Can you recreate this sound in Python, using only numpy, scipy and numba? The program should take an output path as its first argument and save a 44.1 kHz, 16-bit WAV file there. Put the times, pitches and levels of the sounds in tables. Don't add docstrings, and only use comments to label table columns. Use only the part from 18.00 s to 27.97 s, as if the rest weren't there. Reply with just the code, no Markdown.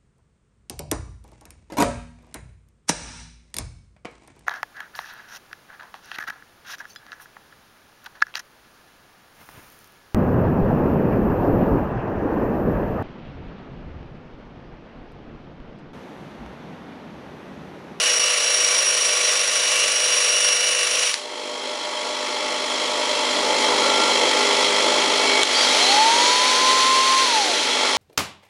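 import sys
import numpy as np
from scipy import signal
from scipy.fft import rfft, irfft, next_fast_len
from scipy.io import wavfile
from scipy.ndimage import uniform_filter1d
from numba import njit

SR = 44100
rng = np.random.default_rng(int(sys.argv[2]) if len(sys.argv) > 2 else 0)


def volts_from_decibels(level):
    exponent = np.asarray(level, float) / 20
    return 10 ** exponent


def pcm_store(signal):
    levels = np.round(np.clip(np.atleast_2d(signal), -1, 1) * 32767)
    wavfile.write(sys.argv[1], SR, levels.astype(np.int16).T)


N = 439677

# turn_multiple, level_db
HUM_TONES = [(1, -35), (2, -16.5), (3, -19), (4, -11.5), (5, -5), (6, -14.5), (8, -6), (10, -5), (16, -15),
             (17, 0.5), (19, -12.5), (22, -9), (24, -9.5), (26, -8.5), (27, -8.5), (44, -3)]
# turn_multiple, level_db
EARLY_TONES = [(12, -1), (19, 0), (22, -6)]
# pitch_hz, level_db
STEADY_TONES = [(599.6, -3), (3180, -5), (3203, -4), (3238, -8), (3371, -5), (3400, -8), (4039, -10),
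                (4130, -10)]
# pitch_hz, width_hz, level_db
BEARING_MODES = [(486, 14, -5), (559, 10, -8), (676, 10, -10), (1976, 20, -10), (2113, 25, -7),
                 (2316, 20, -10), (2682, 15, -8), (3040, 25, -11), (3180, 16, -9), (3203, 14, -8),
                 (3235, 20, -7), (3371, 16, -8), (3400, 14, -8), (3859, 15, -11), (4039, 16, -7),
                 (4130, 25, -8), (4268, 20, -9)]
# frequency_hz, level_db (per Hz)
HOUSING_NOISE = [(24, -74), (40, -56), (171, -22), (249, -6.5), (606, -1.5), (748, -6.5), (860, 0),
                 (1580, -11), (2050, -6), (2840, -8.5), (3270, -6.5), (3680, -9), (4130, -6.5),
                 (10800, -23), (14000, -76), (22000, -120)]
# pitch_hz, width_hz, level_db
GUARD_MODES = [(880, 39, -11), (1381, 42, -6), (2030, 41, -7), (3253, 104, -5.5), (3870, 130, -27.5),
               (5360, 160, -8), (5830, 40, -6.5), (6740, 52, -7.5), (7250, 15, -2)]
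# start_s,
# bass_above_treble_db
BODY_LEAN = [(3.3, 4.5), (3.9, 1.5), (4.6, 1.5), (5.1, 0.5), (5.7, 3.5), (5.95, 3.5), (6.4, 0.5), (7.0, 1),
             (7.45, -1), (8.8, 1.5), (9.2, 1), (9.5, 3), (9.97, -4)]
# turn_multiple, start_s, end_s, rise_s, level_db
GLINTS = [
    (44, 7.15, 7.43, .2, -28),
    (27, 5.78, 6.1, .04, -32),
    (26, 5.78, 5.95, .04, -32),
    (24, 7.28, 7.43, .05, -35),
    (8, 6.3, 7.43, .1, -36),
]
# start_s, seating_firmness_db, second_mode_set_db (as the contact slides along)
ROD_CONTACT = [
    (0.0, -4, -12),
    (0.28, -1, -10),
    (0.75, 0, -15),
    (1.4, -3.5, -15),
    (1.72, -4.5, -6.5),
    (2.05, -2, -11),
    (2.45, 0, -6),
    (2.9, -5, -11),
    (3.1, -5.5, -14),
]
# frequency_hz, level_db (per Hz)
SCRAPE_NOISE = [(440, -53), (750, -12.5), (1120, -6.5), (2050, -3), (2830, 0), (3270, -2.5), (5230, -4.5),
                (5720, 0.5), (6250, -4), (8540, -11.5), (9450, -7), (10800, -10.5), (14000, -72),
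                (22000, -120)]
# pitch_hz, width_hz, level_db
ROD_MODES = [(2610, 110, -11), (2938, 8.3, -9.5), (4005, 66, -5.5), (4700, 200, -20), (5634, 25, -10),
             (6100, 34, -22), (7070, 46, -13.5), (7240, 14, -48), (7740, 100, -24), (9230, 30, -9),
             (10300, 15, -8)]
# pitch_hz, width_hz, level_db
REST_MODES = [(1140, 59, -2.5), (1500, 22, -16.5), (1900, 78, -11), (2312, 39, 0)]
# turn_multiple, level_db
ROD_TONES = [(112, -17), (113, -11), (114, 3), (115, -7.5), (116, -29), (118, -4), (157.5, -15),
             (185.5, -16), (186, -5.5), (187, -22), (192, -20), (193, -15), (293, -26), (300, -9)]
# turn_multiple, level_db
SECOND_ROD_TONES = [(55, 1), (56, -18), (59, 4.5)]
# turn_multiple, level_db
THRUM_TONES = [(2, -19), (3, -17.5), (8, -6.5), (10, 3), (11, -5), (12, 2.5), (13, -4), (14, -8), (23, -25),
               (28, -1.5), (29, -7), (32, -34), (36, -17), (39.4, 2), (44, -6)]
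# frequency_hz, level_db (per Hz)
SHAFT_NOISE = [(200, -23), (370, -13.5), (520, 1), (720, -9), (1000, -42), (1100, -40), (1200, -45)]
# pitch_hz, level_db
DRILL_CASING = [(470, -62), (680, -33), (790, -25.5), (880, -16), (945, -21), (1005, -25), (1035, -22.5),
                (1056, -20.5)]
# motor_tone_multiple, level_db
DRILL_SLOTS = [(2, -24), (6, -24), (7, -18.5), (8.05, -28), (9, -27), (10, -28)]
# frequency_hz, level_db (per Hz)
GEAR_NOISE = [(710, -43), (1200, -12.5), (1730, -12.5), (1940, -8.5), (2870, -10), (4270, -5.5),
              (4720, -11.5), (6000, -11), (7690, -21.5), (10800, -24), (14000, -68), (22000, -120)]
# centre_s, half_length_s, top_hz, droop_hz, level_db
SWITCH_CHIRPS = [
    (7.59, .068, 4675, 110, -25.5),
    (7.715, .012, 3880, 100, -28),
    (7.808, .04, 4230, 280, -25.5),
]
# start_s, peak_db, ring_hz
CLICKS = [
    (3.1413, -5.5, 4100),
    (7.4325, -0.5, 3500),
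    (4.262, -21, 2500),
]
# frequency_hz, level_db
MIC_RESPONSE = [(40, -17.5), (150, -10.5), (300, 0), (10900, 1.5), (11030, -9), (13000, -11),
                (14200, -17.5), (15100, -33)]

LIFT_S, EASE_S, TRIGGER_S, RELEASE_S = 3.14, .045, 7.47, 9.23
STEP_S, STEP_LENGTH_S = 5.43, 0.54
BITE_RATE, LOADED_RATE, FREE_RATE, SETTLE_S, RECOVER_S = 49.328, 49.423, 50.87, .6, .45
WINDING_HZ = 599.6
LOADED_DB, SHUT_DB, CREEP_DB_PER_S, CEILING_DB = -48.5, -38.5, 4.8, -26
RECOIL_DB, RECOIL_S = -3, 0.19
SINK_FROM_S, SINK_DB_PER_S, CLIMB_DB_PER_S = 7.7, 4.5, 12.5
LEAN_MIDDLE = 0.54
SHADED_DB, OPEN_DB = -2.5, -10
PRESS_DB, RING_DB, LIFT_DB_PER_S = -22.5, -2, 147
TOP_TONE_HZ, SPIN_UP_S, COAST_HZ_PER_S, COAST_DB = 1056, .31, 1300, -3
GEARS_DB, GEARS_DB_PER_OCTAVE, STOP_S, STOP_DB_PER_S = -21.5, 2.5, 9.54, 21
HOLD_S, HOLD_HZ, SCOOP_HZ, SCOOP_S = 7.848, 4400, 440, .038
HOLD_DB, HOLD_FADE_DB, HOLD_FADE_S = -34, 9, .25
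ROOM_T60_S, ROOM_DB = .3, -10
LOST_HZ, TOP_HZ = (11040, 12930), 15140
DROPOUT_S = .19, .1947


def along(table):
    s, *columns = np.transpose(table)
    return [np.interp(np.arange(N) / SR, s, c) for c in columns]


def unit(x):
    return x / np.sqrt(np.mean(x ** 2))


def colour(x, spectrum=((50, -200), (99, -200), (0, 0), (0, 0)), modes=(), spectrum_db=0):
    size = next_fast_len(N + SR // 2)
    hz = np.arange(size // 2 + 1) * SR / size + 1
    points = np.array(spectrum, float)[:-2]
    broad_db = np.interp(np.log(hz), np.log(points[:, 0]), points[:, 1])
    gain = volts_from_decibels(spectrum_db + broad_db) + 0j
    for centre_hz, width_hz, db in modes:
        gain += volts_from_decibels(db) / (1 + 2j * (hz - centre_hz) / width_hz)
    return unit(irfft(rfft(x, size) * gain, size)[:N])


def walk(rate):
    place = np.arange(0, N, 32) * rate / SR
    levels = np.interp(place, np.arange(3000), rng.standard_normal(3000))
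    return 1.15 * np.repeat(levels, 32)[:N]


def surface(turns, memory, fresh, size=800):
    grains = rng.standard_normal((600, size))
    grit = signal.lfilter([1], [1, -memory], grains, axis=0)[40:].ravel()
    repeating = unit(np.interp(turns * size, np.arange(len(grit)), grit))
    return repeating + fresh * rng.standard_normal(N)


def throb(turns, depths_db):
    return volts_from_decibels(sum(db * np.cos(2 * np.pi * (k + 1) * turns + k) for k, db in enumerate(depths_db)))


def tones(turns, table, flutter_db, sway, rate):
    out = np.zeros(len(turns))
    for k, db in table:
        flutter = walk(rate)[:len(turns)]
        drift = walk(rate)[:len(turns)]
        phase = 2 * np.pi * k * turns + k * k + sway * drift
        out += volts_from_decibels(db + flutter_db * flutter) * np.cos(phase)
    return np.pad(unit(out), (0, N - len(turns)))


def wheel():
    t = np.arange(N) / SR
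    loaded = LOADED_RATE - (LOADED_RATE - BITE_RATE) * np.exp(-t / SETTLE_S)
    rate = FREE_RATE - (FREE_RATE - loaded) * np.exp(-np.maximum(t - LIFT_S, 0) / RECOVER_S)
    return np.cumsum(rate) / SR


def idle_gain():
    t = np.arange(N) / SR
    since = np.maximum(t - LIFT_S - .15, 0)
    opening = SHUT_DB + CREEP_DB_PER_S * since + RECOIL_DB * np.exp(-since / RECOIL_S)
    creep = np.minimum(opening, CEILING_DB)
    sink = SINK_DB_PER_S * np.clip(t - SINK_FROM_S, 0, RELEASE_S - SINK_FROM_S)
    sink -= CLIMB_DB_PER_S * np.maximum(t - RELEASE_S - .2, 0)
    free_db = uniform_filter1d(creep - np.maximum(sink, 0), SR // 8)
    return np.where(t < LIFT_S, LOADED_DB, free_db)


def glints(turns):
    t = np.arange(N) / SR
    out = np.zeros(N)
    for k, start, end, rise, db in GLINTS:
        shape = np.interp(t, (start, start + rise, end, end + 0.011), (0, 1, 1, 0))
        out += volts_from_decibels(db) * shape * np.sqrt(2) * np.cos(2 * np.pi * round(k) * turns)
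    return out


def grinder(turns):
    t = np.arange(N) / SR
    lean_db = along([(LIFT_S, 0)] + list(BODY_LEAN))[0]
    level_db = idle_gain() + lean_db
    middle_db = (LEAN_MIDDLE - 1) * lean_db + 0.36
    before_step = np.clip((STEP_S - t) / STEP_LENGTH_S + .5, 0, 1) * (t > LIFT_S)

    body = colour(surface(turns, memory=0.874, fresh=2.9), HOUSING_NOISE, GUARD_MODES, spectrum_db=2.5)
    body += volts_from_decibels(-5.0) * colour(rng.standard_normal(N), modes=BEARING_MODES)
    body += volts_from_decibels(-6.0 + SHADED_DB * before_step) * tones(turns, HUM_TONES, 0.4, 0.43, 6.6)
    winding = 0.75 * np.cos(2 * np.pi * WINDING_HZ * t + WINDING_HZ ** 2)
    body += volts_from_decibels(OPEN_DB) * before_step * (tones(turns, EARLY_TONES, 0.83, .2, 4.2) + winding)
    body += volts_from_decibels(-8) * tones(t, STEADY_TONES, 1.2, .3, 18)

    low, dull = (signal.sosfilt(signal.butter(2, hz, fs=SR, output="sos"), body) for hz in (750, 1700))
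    boom = low + (dull - low) * volts_from_decibels(middle_db)
    boom *= throb(turns, (1.5, .8)) * volts_from_decibels(.5 * walk(12))
    rattle = (body - dull) * throb(turns, (1.7, 0.094, 0.19, 0.35))
    rattle *= volts_from_decibels(-lean_db + 0.32 * walk(14))
    return volts_from_decibels(level_db + 4.5) * (boom + rattle) + glints(turns)


def clicks():
    out, t = np.zeros(N), np.arange(2400) / SR
    band = signal.butter(2, (1200, 8000), "band", fs=SR, output="sos")
    for s, db, hz in CLICKS:
        ring = np.sin(2 * np.pi * hz * t) * np.exp(-t / .0008)
        crackle = rng.standard_normal(len(t)) * (.6 * np.exp(-t / .0015) + .1 * np.exp(-t / .015))
        snap = signal.sosfilt(band, (ring + crackle) * np.minimum(t / .0003, 1))
        start = int(s * SR)
        out[start:start + len(t)] += volts_from_decibels(db) * snap / abs(snap).max()
    return out


def switch():
    t = np.arange(N) / SR
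    since = np.maximum(t - HOLD_S, 0)
    hz = HOLD_HZ - SCOOP_HZ * np.exp(-since / SCOOP_S)
    gain = volts_from_decibels(HOLD_DB + HOLD_FADE_DB * np.exp(-since / HOLD_FADE_S)) * (t > HOLD_S)
    gain = gain * np.clip((RELEASE_S - t) / .3, 0, 1)
    for centre, half, top_hz, droop_hz, db in SWITCH_CHIRPS:
        u = (t - centre) / half
        hz = np.where(abs(u) < 1, top_hz - droop_hz * u ** 2, hz)
        gain = gain + volts_from_decibels(db) * np.maximum(1 - u ** 4, 0)
    phase = 2 * np.pi * np.cumsum(hz * (1 + .002 * walk(150))) / SR
    return np.sin(phase) * gain * volts_from_decibels(1.6 * walk(60))


def drill():
    t = np.arange(N) / SR
    powered_s = np.clip(t, TRIGGER_S, RELEASE_S) - TRIGGER_S
    climb = TOP_TONE_HZ * (1 - np.exp(-powered_s / SPIN_UP_S))
    hz = np.maximum(climb - COAST_HZ_PER_S * np.maximum(t - RELEASE_S, 0), 60)
    phase = 2 * np.pi * np.cumsum(hz * (1 + .0012 * walk(60))) / SR

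    tone_db = np.interp(hz, *np.transpose([(300, -99)] + list(DRILL_CASING))) + COAST_DB * (t > RELEASE_S)
    flutter_db = (0.85 + 1.4 * (t > RELEASE_S + .08)) * walk(22)
    motor = volts_from_decibels(tone_db + flutter_db) * np.sin(phase)

    slots = sum(volts_from_decibels(db + 2 * walk(8)) * np.sin(k * phase) for k, db in DRILL_SLOTS)
    slots *= volts_from_decibels(np.interp(hz, (800, 900, 980, 1010, 1035), (0, 5, 4, -7, 0)))
    slots *= volts_from_decibels(np.minimum(tone_db, -22)) * (t < 9.2)

    noise_db = GEARS_DB + GEARS_DB_PER_OCTAVE * np.log2(hz / TOP_TONE_HZ)
    noise_db = noise_db - STOP_DB_PER_S * np.maximum(t - STOP_S, 0) - 99 * (t < TRIGGER_S - .03)
    chatter = rng.standard_normal(N) * volts_from_decibels(0.67 * walk(25) + 0.38 * walk(200))
    gears = volts_from_decibels(noise_db) * colour(chatter, GEAR_NOISE)
    return np.sqrt(2) * (motor + slots + switch()), gears


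def grinding(turns):
    t = np.arange(N) / SR
    seat_db, second_db = along(ROD_CONTACT)
    lift_db = -LIFT_DB_PER_S * np.maximum(t - LIFT_S + EASE_S, 0)
    press_db = PRESS_DB + 0.033 * seat_db + 0.52 * walk(9.3) + lift_db
    ring_db = RING_DB + seat_db + .7 * walk(14) + lift_db
    second_db = second_db + 0.28 * walk(9.6) + lift_db

    spin = np.cumsum(27 * (1 + 0.052 * walk(1.99))) / SR
    touch = throb(turns, (1.8, .6)) * throb(spin, (1.2,)) * volts_from_decibels(.5 * walk(11))
    grit = touch * surface(turns, memory=0.835, fresh=2.7)
    scrape = colour(grit, SCRAPE_NOISE, list(REST_MODES) + list(ROD_MODES))

    held = turns[:int(3.25 * SR)]
    sing = tones(held, ROD_TONES, 2.2, .4, 60) * throb(spin, (2.2,))
    second = tones(held, SECOND_ROD_TONES, 2.0, .25, 30)

    thrum = tones(held, THRUM_TONES, 1.2, .3, 10)
    thrum += 0.26 * np.cos(2 * np.pi * WINDING_HZ * t)
    thrum += volts_from_decibels(-5.5) * colour(rng.standard_normal(N), SHAFT_NOISE)
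    thrum *= volts_from_decibels(np.interp(t, (3.02, 3.12), (0, -9)))

    ringing = volts_from_decibels(ring_db + 1.0) * sing + volts_from_decibels(second_db + 2.0) * second
    return volts_from_decibels(press_db) * (scrape + ringing + volts_from_decibels(-10.5) * thrum)


def scene():
    turns = wheel()
    whine, gears = drill()
    near = grinding(turns) + gears + clicks()
    t = np.arange(SR // 2) / SR
    tail = rng.standard_normal(len(t)) * np.exp(-np.log(1000) * t / ROOM_T60_S) * (t > .004)
    tail /= np.sqrt(np.sum(tail ** 2))
    wet = signal.fftconvolve(near + .4 * whine, tail)[:N]
    return (grinder(turns) + near + whine + volts_from_decibels(ROOM_DB) * wet)[None]


@njit
def duck(x, top, release):
    gain, held = np.empty(len(x)), 1.
    for i in range(len(x)):
        held = max(abs(x[i]) / top, held + (1 - held) * release)
        gain[i] = 1 / held
    return gain


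def band_limit(x):
    return signal.sosfilt(signal.butter(12, 15610, fs=SR, output="sos"), x)


def record(dry):
    gain = duck(dry[0], 0.52, 1 / (.06 * SR))
    gain = uniform_filter1d(np.roll(gain, 90), 60)
    limited = np.clip(dry * gain, -.92, .92)

    size = next_fast_len(N)
    hz = np.arange(size // 2 + 1) * SR / size + 1
    mic_hz, mic_db = np.transpose(MIC_RESPONSE)
    response = volts_from_decibels(np.interp(np.log(hz), np.log(mic_hz), mic_db))
    response[((hz > LOST_HZ[0]) & (hz < LOST_HZ[1])) | (hz > TOP_HZ)] = 0
    heard = irfft(rfft(limited, size) * response, size)[:, :N]

    t = np.arange(N) / SR
    mix = heard * ((t < DROPOUT_S[0]) | (t > DROPOUT_S[1]))
    return band_limit(mix)


dry = scene()
out = record(dry)
pcm_store(out)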